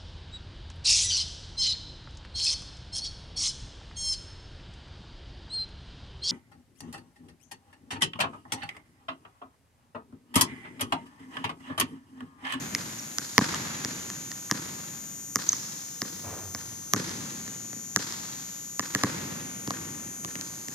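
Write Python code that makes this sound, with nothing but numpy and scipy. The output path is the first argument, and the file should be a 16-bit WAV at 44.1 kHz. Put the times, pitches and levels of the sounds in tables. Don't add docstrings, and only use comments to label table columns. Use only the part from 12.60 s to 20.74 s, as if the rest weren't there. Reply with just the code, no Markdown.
import sys
import numpy as np
from scipy import signal
from scipy.fft import rfft, irfft
from scipy.io import wavfile

SR = 44100
rng = np.random.default_rng(int(sys.argv[2]) if len(sys.argv) > 2 else 0)


def linear_from_db(decibels):
    return 10 ** (np.asarray(decibels, float) / 20)


def digitize_waveform(pressure):
    field = np.atleast_2d(pressure).T
    bounded = np.clip(field, -1, 1)
    quanta = np.round(bounded * 32767).astype(np.int16)
    wavfile.write(sys.argv[1], SR, quanta)


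N = 358974
PAD = SR
RETURN_DULL_DB = -5

# t/s, slap peak level/dB, thud level/dB, ring level/dB, ring f/Hz
BOUNCES = [(0.1491, -11, -36.5, -27, 2034), (0.584, -10.5, -38, -31.5, 1600), (0.7797, 1.5, -17, -11, 964),
           (1.2479, -14.5, -31.5, -33.5, 1218), (1.912, -9, -26.5, -23.5, 1217),
           (2.7571, -6.5, -31, -24.5, 1154), (3.4178, -14, -32.5, -31.5, 1100),
           (3.948, -18.5, -41.5, -34.5, 1170), (4.335, -4.5, -26.5, -20, 1130),
           (4.362, -21.5, -26.5, -33.5, 1570), (5.361, -4, -29, -21.5, 1250),
           (6.1945, -11, -31.5, -24.5, 1100), (6.349, -9.5, -27, -22, 1683),
           (6.4352, -10.5, -20.5, -20.5, 1060), (7.075, -22, -29, -34.5, 980),
           (7.106, -17.5, -35.5, -26.5, 1140), (7.647, -20, -36.5, -33.5, 1170),
           (8.0835, -22, -39.5, -38.5, 1170)]
# t/s, slap peak level/dB, thud level/dB, ring level/dB
TAPS = [
    (1.501, -24, -52, -39),
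    (1.716, -23.5, -65, -39),
    (1.899, -45, -60, -39),
    (4.878, -29, -43.5, -42.5),
    (5.13, -31, -41.5, -42.5),
    (7.7545, -27, -39, -34),
    (7.8106, -19, -60, -47),
]
TAP_HZ = 1720
# delay t/s, slap loss level/dB, thud loss level/dB, ring loss level/dB
WALLS = [
    (.032, -19, -8, -17),
    (.075, -21, -22, -28),
]


def bounces(direct, send):
    for s, slap_db, thud_db, ring_db, ring_hz in BOUNCES + [(*tap, TAP_HZ) for tap in TAPS]:
        lag = left_lag(s)
        add(direct, s, blow(slap_db, thud_db, ring_db, ring_hz), lag)
        near_echo = off_wall(blow(slap_db - 8, thud_db + 3, ring_db, ring_hz))
        add(direct, s + .0098, linear_from_db(-12) * near_echo, -lag)
        for delay_s, *loss_db in WALLS:
            levels_db = np.add([slap_db + RETURN_DULL_DB, thud_db, ring_db], loss_db)
            add(direct, s + delay_s, off_wall(off_wall(blow(*levels_db, ring_hz))), 1)
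        farther_db = min(0.2967 * (-21.5 - ring_db), 5)
        add(send, s, linear_from_db(1.63 + farther_db) * all_round(slap_db, thud_db, ring_db), 0)


# f/Hz, level/dB, time to fall 60 dB t/s
BALL = [(720, -5, 0.0093), (958, -13, 0.02), (1250, 0, 0.005), (1680, -3.5, 0.009), (2040, -4, 0.0045),
        (2570, -12, 0.0027), (2960, -11, 0.0017)]
# f/Hz, level/dB, time to fall 60 dB t/s
FLOOR = [(136, 3, 0.02), (188, 3, 0.02), (259, 2.5, 0.017), (340, 1.5, 0.012), (413, -1.5, 0.014),
         (647, -14, 0.013)]
# f/Hz, level/dB, time to fall 60 dB t/s
PORT = [(4060, -4, 0.0017), (5290, 16, 0.0014), (6680, 13.5, 0.0015), (8150, 5, 0.00067),
        (13000, -5.5, 0.0013)]
SLAP_DB = -13


def blow(slap_db, thud_db, ring_db, ring_hz):
    patches = .035 * rng.standard_normal(90) ** 3 * np.exp(-np.arange(90) / 30.)
    patches[0] = 1
    slap = ring(patches, PORT)
    centre_swing = (ring_hz, 0.5, 0.0092)
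    air = ring(patches, sorted(BALL + [centre_swing]), ring_hz)
    slow_push = np.hanning(int(.003 * SR))
    thud = np.pad(ring(slow_push, FLOOR), (int(.0012 * SR), 0))[:len(air)]
    crack = np.convolve(patches, np.linspace(1, -1, 12))
    crack = np.pad(crack, (0, len(air) - len(crack)))
    crack = linear_from_db((slap_db + SLAP_DB + ring_db) / 2 - 1) * crack
    return crack + linear_from_db(thud_db) * thud + linear_from_db(ring_db - 2) * air + linear_from_db(slap_db + SLAP_DB) * slap


def ring(push, modes, centre_hz=None):
    t = np.arange(SR // 8) / SR
    hz, db, t60 = np.transpose(modes)[:, :, None]
    if centre_hz:
        db = db - 5 * np.abs(np.log2(hz / centre_hz))
    level_chance, pitch_chance = rng.standard_normal((2, len(modes), 1))
    hz = hz * (1 + .03 * pitch_chance)
    sense = (-1.) ** np.arange(len(modes))[:, None]
    swing = np.sin(2 * np.pi * hz * t) * 1000. 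** (-t / t60)
    body = sense * linear_from_db(db + level_chance) * swing
    return unit(np.convolve(np.diff(body.sum(0), prepend=0), push))


def unit(x):
    return x / np.sqrt(np.sum(x[:SR // 100] ** 2) / (SR // 100))


def all_round(slap_db, thud_db, ring_db):
    place = np.log(np.fft.rfftfreq(1024, 1 / SR) + 1)
    levels_db = [thud_db, ring_db, ring_db, slap_db + SLAP_DB]
    colour_db = np.interp(place, np.log([450, 900, 2600, 4200]), levels_db)
    return np.roll(irfft(linear_from_db(colour_db + 31.0)), 128)


# t/s, lag/samples
LEFT_LAG = [(0, 1), (.8, 2), (2.7, -1), (4., -2), (4.3, 7), (6.4, 4), (7.1, 9), (7.7, 13), (8.1, 17)]


def left_lag(s):
    return np.interp(s, *np.transpose(LEFT_LAG))


# t/s, slap peak level/dB, body level/dB
END_WALL = [
    (0.939, -28, -35),
    (0.9448, -9, -34),
    (2.931, -18, -35),
    (4.493, -17, -43),
    (5.523, -17, -44.5),
]


def end_wall(direct):
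    for s, slap_db, body_db in END_WALL:
        add(direct, s, off_wall(blow(slap_db + RETURN_DULL_DB, body_db - 9, body_db, 1230)), 1)


def off_wall(x):
    facets = .045 * rng.standard_normal(70) ** 3 * np.exp(-np.arange(70) / 25.)
    facets[0] = 1
    dull = signal.sosfilt(signal.butter(3, 7200, fs=SR, output="sos"), x)
    return np.convolve(dull, facets / np.sqrt(np.sum(facets ** 2)))


# t/s, peak level/dB, f/Hz, length t/ms
SQUEAKS = [
    (0.385, -31, 6300, 6),
    (0.392, -29, 5650, 7),
    (2.8888, -4.5, 6300, 4.8),
]
# delay t/s, loss level/dB
SQUEAK_WALLS = [
    (.0297, -14.5),
    (.0387, -10.5),
    (.0772, -19.5),
]


def squeaks(direct, send):
    for s, peak_db, hz, length_ms in SQUEAKS:
        for delay_s, loss_db in [(0, 0)] + SQUEAK_WALLS:
            add(direct, s + delay_s, squeak(peak_db + loss_db, hz, length_ms), 1)
        add(send, s, linear_from_db(4) * squeak(peak_db, .97 * hz, 1.2), 0)


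def squeak(peak_db, hz, length_ms):
    t = np.linspace(0, 1, int(length_ms * SR / 1000))
    uneven = 1 + .25 * np.interp(t, np.linspace(0, 1, 9), rng.standard_normal(9))
    cycles = hz * length_ms / 1000 * (1.03 * t - .04 * t ** 2)
    chirp = uneven * np.sin(np.pi * t) ** 1.5 * np.sin(2 * np.pi * cycles)
    grain = np.hanning(30) * np.sin(2 * np.pi * 0.95 * hz * np.arange(30) / SR)
    slips = .04 * np.convolve(rng.standard_normal(300) * np.linspace(1, .2, 300), grain)
    return linear_from_db(peak_db) * np.concatenate([chirp[:-12], slips])


def band_part(x, hz, kind):
    return signal.sosfiltfilt(signal.butter(2, hz, kind, fs=SR, output="sos"), x)


def add(out, s, x, lag):
    creep = band_part(x, (2900, 4600), "band")
    boost = .05 * np.clip(lag, 0, 8) * creep
    late = round(5 * np.clip(lag - 1, 0, 1))
    left = x - .5 * band_part(x, 7800, "high") - creep + np.roll(creep + boost, late)
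    right = x + boost - np.clip(.06 * lag, 0, .55) * band_part(x, (4600, 7400), "band")
    round_body = .88
    paths = [(0, round(lag), round_body * left), (0, 0, (1 - round_body) * left), (1, 0, right)]
    for channel, shift, heard in paths:
        i = PAD + round((s + .0006) * SR) + shift
        out[channel, i:i + len(x)] += heard[:max(out.shape[1] - i, 0)]


# f/Hz, level/dB, time to fall 60 dB t/s, likeness of the two ports/0-1
HALL = [(90, 1, 2.48, 0.94), (221, 3.5, 2.6, 0.87), (380.5, -3.5, 2.1, 0.44), (643, -15, 3.4, 0.1),
        (893, -9.5, 2.1, 0), (1200, -9, 2.17, 0), (1635, -9, 2.36, 0), (2360, -15, 2.9, 0.07),
        (2860, -17, 3.08, 0), (4800, -13.5, 2.21, 0), (5930, -12.5, 2.03, 0.26), (8100, -23.5, 1.8, 0.9),
        (14000, -32.5, 0.56, 0.3)]


def hall(send):
    size = 3 * SR
    t = np.arange(size) / SR
    hz, db, t60, likeness = np.transpose(HALL)
    tail = np.zeros((2, size))
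    for k, weight in enumerate(bands(hz, size)):
        noise = irfft(pair(size, likeness[k]) * weight)
        tail += linear_from_db(db[k]) * noise * 1000. ** (-t / t60[k])
    clumps = np.interp(t, np.arange(600) * .005, rng.standard_normal(600))
    tail = tail * linear_from_db(3.5 * clumps * np.exp(-t / .5))
    early = 1 + 3.3 * np.exp(-t / 0.021)
    rise = np.clip((t - .017) / .018, 0, 1)
    late_fill = linear_from_db(-27.5 - 6 * np.exp(-t / 0.36))
    tail = tail * early * rise * late_fill
    return signal.fftconvolve(send[None], tail, axes=1)[:, :len(send)]


def bands(centres_hz, size):
    place = np.log2(np.fft.rfftfreq(size, 1 / SR) + 1)
    return [np.sqrt(np.interp(place, np.log2(centres_hz), row)) for row in np.eye(len(centres_hz))]


def pair(size, likeness):
    mid, side = rfft(rng.standard_normal((2, size)))
    likeness = np.clip(likeness, 0, 1)
    shared = np.sqrt(1 + likeness) * mid
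    opposed = np.sqrt(1 - likeness) * side * np.array([[1], [-1]])
    return (shared + opposed) / np.sqrt(2)


# t/s, shaking t/s, panel level/dB, rattle level/dB
BOARD = [
    (3.63, 0.13, -40, -43),
    (3.94, 0.012, -43, -52),
    (4.06, 0.04, -62, -64),
]


def backboard():
    t = np.arange(N) / SR
    f = np.fft.rfftfreq(N, 1 / SR)
    resonance = 1 / (1 + ((f - 95.5) / 19) ** 4)
    panel = irfft(rfft(rng.standard_normal(N)) * resonance, N)
    panel = panel / panel.std()
    rattle_colour = f / (300 + f) / (1 + (f / 1100) ** 2.5)
    rattle = irfft(pair(N, .7) * rattle_colour, N) * (1 + .3 * panel)
    rattle = rattle / rattle.std()
    out = np.zeros((2, N))
    attack_s, last_s = 0.015, .31
    for s, shaking_s, panel_db, rattle_db in BOARD:
        rise = np.clip((t - s) / attack_s, 0, 1)
        stop = np.clip((s + last_s - t) / attack_s, 0, 1)
        after = np.maximum(t - s - attack_s - shaking_s, 0)
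        hum = linear_from_db(panel_db - 38 * after) * panel
        out += rise * stop * (hum + linear_from_db(rattle_db - 90 * after) * rattle)
    return out


# f/Hz, rms level/dB
LAMP_LINES = [(6239, -51), (6481, -55), (6600, -54), (6718, -55), (6842, -51), (6961, -52), (8640, -67),
              (9119, -66), (10083, -69), (10923, -71), (11881, -67), (11999, -66), (12839, -64),
              (13803, -64),
              (5760, -59), (6121, -55)]
MAINS_HZ = 120.012


def lamps():
    order = np.arange(38, 121)
    db = -73 + 2. * rng.standard_normal(len(order))
    for hz, line_db in LAMP_LINES:
        db[round(hz / MAINS_HZ) - order[0]] = line_db
    near = np.arange(-12, 13)
    phase = 2j * np.pi * rng.random((2, len(order), len(near)))
    wander = .26 * order[:, None] / 60 * np.exp(-np.abs(near) / 4 + phase)
    side_chance, phase_chance = rng.standard_normal((2, len(order), 1))
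    side = linear_from_db(-10) + 1j * .85 * (1 + 0.18 * side_chance)
    ports = np.exp(1j * .9 * phase_chance) * np.array([1 + side, 1 - side])
    bins = np.round(order * MAINS_HZ * N / SR).astype(int)[:, None] + near
    spectrum = np.zeros((2, N // 2 + 1), complex)
    spectrum[:, bins] = linear_from_db(db)[:, None] * ports * np.where(near == 0, 1, wander) * N / np.sqrt(2)
    return irfft(spectrum, N)


# f/Hz, level/dB per Hz
AIR = [(25, -30), (60, -5), (130, 8), (280, 2.5), (600, -11.5), (1500, -12.5), (3000, -26), (5000, -16),
       (6500, -26), (7600, -8), (10500, -58), (13000, -49), (14500, -80)]


def ventilation():
    f = np.fft.rfftfreq(N, 1 / SR) + 1
    hz, db = np.transpose(AIR)
    colour = linear_from_db(np.interp(np.log(f), np.log(hz), db))
    likeness = (f > 45) * .98 / (1 + (f / 700) ** 2)
    rush = irfft(pair(N, likeness) * colour, N)
    return linear_from_db(-52) * rush / rush.std()


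def scene():
    direct, send = np.zeros((2, PAD + N)), np.zeros((2, PAD + N))
    bounces(direct, send)
    end_wall(direct)
    squeaks(direct, send)
    add(send, -.4, all_round(-1, -14, -12.5), 0)
    events = (direct + hall(send[0]))[:, PAD:]
    return events + backboard() + lamps() + ventilation()


def top_cut(x):
    return signal.sosfilt(signal.butter(12, 15450, fs=SR, output="sos"), x)


def record(dry):
    thin = signal.sosfilt(signal.butter(3, 103.6, "high", fs=SR, output="sos"), dry)
    low = signal.sosfilt(signal.ellip(6, .3, 32, 14550, fs=SR, output="sos"), thin)
    return top_cut(np.clip(low, -1, 1))


dry = scene()
out = record(dry)
digitize_waveform(out)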